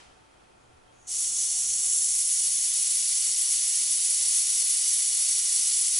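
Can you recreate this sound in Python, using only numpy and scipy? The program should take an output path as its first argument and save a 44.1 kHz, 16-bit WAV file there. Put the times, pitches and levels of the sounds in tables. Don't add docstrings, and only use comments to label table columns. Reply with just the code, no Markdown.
import sys
import numpy as np
from scipy import signal
from scipy.fft import rfft, irfft
from scipy.io import wavfile

SR = 44100
rng = np.random.default_rng(int(sys.argv[2]) if len(sys.argv) > 2 else 0)


def transcribe(u):
    v = np.clip(np.atleast_2d(u).T, -1, 1)
    q = np.round(v * 32767).astype(np.int16)
    wavfile.write(sys.argv[1], SR, q)


N = 264159
TIME, HZ = np.arange(N) / SR, np.fft.rfftfreq(N, 1 / SR)
EDGE_HZ = 11010
OPEN_S, ATTACK_S = 1.066, 0.041

# frequency in Hz, relative level in dB per Hz.
RUMBLE_COLOUR = [(12, -6.5), (26, -3), (40, -6), (58, -13), (82, -1.5), (105, -7.5), (170, -36), (400, -54)]
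# frequency in Hz, correlation from 0 to 1.
JET_LIKENESS = [(1000, 0.24), (2200, 0.61), (4000, 0.79), (5800, 0.88), (11000, 0.92)]
# frequency in Hz, correlation from -1 to 1.
ROOM_LIKENESS = [(60, 1), (125, 0.5), (250, -0.062), (500, -0.36), (1000, -0.39), (3000, 0.39)]


def amp(db):
    return 10 ** (np.asarray(db) / 20)


def unit(x):
    return x / np.sqrt(np.mean(x ** 2) + 1e-20)


def since(start_s):
    return np.maximum(TIME - start_s, 0)


def rise(start_s, attack_s):
    return 1 - np.exp(-since(start_s) / attack_s)


def ease(x, scale):
    return 1 - np.exp(-(x / scale) ** 2)


def swell(centre_s, length_s):
    return np.exp(-((TIME - centre_s) / length_s) ** 2)


def read(points):
    hz, value = np.transpose(points)
    return np.interp(np.log(HZ + 1), np.log(hz + 1), value)


def resonances(modes):
    power = 1
    for hz, width_hz, db in modes:
        power = power + abs(amp(db) ** 2 - 1) / (1 + (2 * (HZ - hz) / width_hz) ** 2)
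    return np.sqrt(power)


def noise(likeness):
    mid, side = rfft(rng.standard_normal((2, N)))
    same = np.clip(read(likeness), -.99, .99)
    shared = mid * np.sqrt(1 + same)
    opposed = side * np.sqrt(1 - same)
    return shared + np.array([[1], [-1]]) * opposed


def coloured(spectrum, likeness, peaks=1):
    return unit(irfft(noise(likeness) * amp(read(spectrum)) * peaks, N))


def wander(rate_hz):
    drift = rfft(rng.standard_normal(N)) * (HZ > 0) / (1 + (HZ / rate_hz) ** 2)
    return unit(irfft(drift, N))


def tone(hz, waver_db=2.5, drift=0.42):
    line = unit(np.sin(2 * np.pi * hz * TIME + drift * wander(rate_hz=3.1)))
    return amp(waver_db * wander(rate_hz=2.7)) * line


def fuzzy_tone(centre_hz, width_hz):
    band = 1 / (1 + (2 * (HZ - centre_hz) / width_hz) ** 2)
    return unit(irfft(noise(JET_LIKENESS) * band, N))


def swish(db=-53, decay_s=0.074, linger_db=-66, linger_s=0.34):
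    # frequency in Hz, relative level in dB per Hz.
    colour = [(100, -10), (900, -1), (3000, -8.0), (7000, -11.0), (11000, -19)]
    fade = amp(db) * np.exp(-TIME / decay_s) + amp(linger_db) * np.exp(-TIME / linger_s)
    return fade * coloured(colour, ROOM_LIKENESS, resonances([(3100, 130, 7.3)]))


def workshop(whine_hz=889.0, whine_db=-74, whine_sink=0.45):
    # frequency in Hz, relative level in dB per Hz.
    room_colour = [(50, -34), (110, -7.5), (400, -4), (550, -4), (900, -7.5), (1150, -7.5), (1400, -11),
                   (1650, -12), (2700, -17.5), (4000, -20), (7000, -22.5), (11000, -23)]
    # frequency in Hz, width in Hz, peak gain in dB.
    room_peaks = [(743, 17, 10), (1360, 93, 6), (2530, 120, 6.5), (3230, 170, 5)]
    # frequency in Hz, level in dB relative to the rush.
    hum_lines = [(59.5, -14.5), (119.8, -18), (354.5, -25)]
    rush_db, rumble_db = -57.5, -69
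    sink_s, sink_takes_s, return_s = 1.96, 0.35, 0.69
    first_db, lasting_db = -14, -4.5
    rumble_sink = 1.3

    depth_db = first_db + (lasting_db - first_db) * rise(sink_s, return_s)
    sink_db = depth_db * ease(since(sink_s), sink_takes_s)
    rush = amp(0.51 * wander(rate_hz=13.0)) * coloured(room_colour, ROOM_LIKENESS, resonances(room_peaks))
    hum = sum(amp(db) * tone(hz) for hz, db in hum_lines)
    rumble_level = amp(rumble_db + rumble_sink * sink_db + 1.5 * wander(rate_hz=6))
    rumble = rumble_level * coloured(RUMBLE_COLOUR, ROOM_LIKENESS)
    whine = amp(whine_db + whine_sink * sink_db) * tone(whine_hz, waver_db=1.0, drift=.25)
    return amp(rush_db + sink_db) * (rush + hum) + rumble + whine


def squeaks(width_hz=200):
    # centre time in seconds, pitch in Hz, level in dB, length in seconds.
    squeak_events = [(.63, 6750, -80, .07), (.89, 3200, -70, .03)]
    return sum(amp(db) * swell(centre_s, length_s) * fuzzy_tone(hz, width_hz)
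               for centre_s, hz, db, length_s in squeak_events)


def seep(attack_s=.04, spit_attack_s=.012):
    # frequency in Hz, relative level in dB per Hz.
    seep_colour = [(4000, -40), (6000, -14), (6330, -4), (6570, -13), (6820, -1), (7150, -17), (7550, -16),
                   (8000, -17), (11000, -22)]
    start_s, lift_db, swell_db_per_s = 0.9, -58.5, 80
    spit_db, spit_s = -47, .04

    before_lift_s = np.maximum(OPEN_S - TIME, 0)
    leak = rise(start_s, attack_s) * amp(lift_db - swell_db_per_s * before_lift_s)
    spit = amp(spit_db) * rise(OPEN_S, spit_attack_s)
    fade = 1 - ease(since(OPEN_S), spit_s)
    return (leak + spit) * fade * coloured(seep_colour, JET_LIKENESS)


def gap():
    widen_s, widen_takes_s, widest = 1.72, 0.79, 0.93
    return widest * ease(since(widen_s), widen_takes_s)


def reflections(echo_db, decay_s, count=60):
    delay_s = rng.uniform(.006, .045, count)
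    taps = np.zeros(N)
    taps[(delay_s * SR).astype(int)] = rng.choice([-1, 1], count) * np.exp(-delay_s / decay_s)
    return 1 + amp(echo_db) * rfft(taps) / np.linalg.norm(taps)


def jet(flutter_db=0.56, surge_db=0.41, sizzle_hz=9100, shimmer_db=.46):
    # frequency in Hz, relative level in dB per Hz.
    wide_colour = [(200, -35.5), (750, -29), (1200, -24.5), (1650, -27.5), (1950, -15), (2750, -14.5),
                   (3100, -12), (4050, -14.5), (5200, -6.5), (6050, -7.5), (7200, -2.5), (8000, 0.16),
                   (9000, -1.5), (11000, -0.5)]
    # frequency in Hz, gain in dB.
    cracked_change = [(1000, -2.5), (2300, -5), (3200, -3.5), (5150, -4.5), (5500, -1), (6300, 1),
                      (6850, 2.5), (7230, -1), (8400, -1.5), (9300, 1.5), (11000, -0.5)]
    # frequency in Hz, width in Hz, peak gain over the jet in dB.
    outlet_modes = [(1413, 37, 5.8), (2955, 55, 6.7), (3481, 136, 5.8), (3850, 111, 7.6), (4419, 300, 9.3),
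                    (5501, 56, 9.6), (5762, 157, 12.0), (6195, 49, 9.5), (6338, 58, 12.0), (6519, 35, 6.1),
                    (6794, 32, 9.0), (6875, 54, 7.4), (7598, 180, 5.9), (7796, 24, 2.5), (7890, 46, 7.4),
                    (8082, 25, 7.5), (8589, 24, 4.2), (8790, 24, 4.2), (9202, 37, 5.0), (9388, 58, 12.0),
                    (9616, 24, 5.7), (9874, 24, 12.0), (9917, 24, 10.3), (10045, 108, 7.8),
                    (10177, 24, 3.2), (10426, 52, 10.3), (10485, 24, 8.5), (10778, 71, 9.3),
                    (10839, 25, 9.7), (10972, 24, 6.4)]
    start_db, creep_db_per_s = -25.5, 0.2849
    sizzle_attack_s, sizzle_cracked_db, sizzle_gain_db = 0.023, -3, 4.5
    sizzle_gap, sizzle_ease_db = 0.037, -1.04

    opening = gap()
    sizzle_db = sizzle_cracked_db + sizzle_gain_db * np.tanh(opening / sizzle_gap) + sizzle_ease_db * opening
    sizzle = rise(OPEN_S, sizzle_attack_s) * amp(sizzle_db + shimmer_db * wander(rate_hz=8.6))

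    air = noise(JET_LIKENESS) * amp(read(wide_colour)) * resonances(outlet_modes)
    air *= reflections(echo_db=-10.5, decay_s=0.016)
    air *= HZ < EDGE_HZ * 1.02
    air /= irfft(air, N).std()
    fine = 1 / (1 + np.exp((sizzle_hz - HZ) / 150))
    hiss = 0
    for band, gain in ((air * (1 - fine), 1), (air * fine, sizzle)):
        wide = irfft(band, N)
        cracked = irfft(band * amp(read(cracked_change)), N)
        hiss = hiss + gain * (opening * wide + (1 - opening) * cracked)

    unsteady_db = flutter_db * wander(rate_hz=75) + surge_db * wander(rate_hz=14)
    level_db = start_db + creep_db_per_s * since(OPEN_S)
    return hiss * rise(OPEN_S, ATTACK_S) * amp(level_db + unsteady_db)


def whistle(centre_hz=7570, width_hz=190):
    cracked_db, sing_db = -41, 7
    sing_gap, silent_gap = .03, 0.36
    opening = gap()
    level = amp(cracked_db + sing_db * np.tanh(opening / sing_gap)) * (1 - ease(opening, silent_gap))
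    return rise(OPEN_S, ATTACK_S) * level * fuzzy_tone(centre_hz, width_hz)


def bumps():
    # centre time in seconds, level in dB, length in seconds.
    bump_events = [(1.714, -61, 0.068), (1.9, -59, .04)]
    envelope = sum(amp(db) * swell(centre_s, length_s) for centre_s, db, length_s in bump_events)
    return envelope * coloured(RUMBLE_COLOUR, ROOM_LIKENESS)


def scene():
    return swish() + workshop() + squeaks() + seep() + jet() + whistle() + bumps()


def record(dry):
    lowpass = signal.firwin(1023, EDGE_HZ, window=("kaiser", 9), fs=SR)
    return signal.oaconvolve(dry, lowpass[None], "same")


dry = scene()
out = record(dry)
transcribe(out)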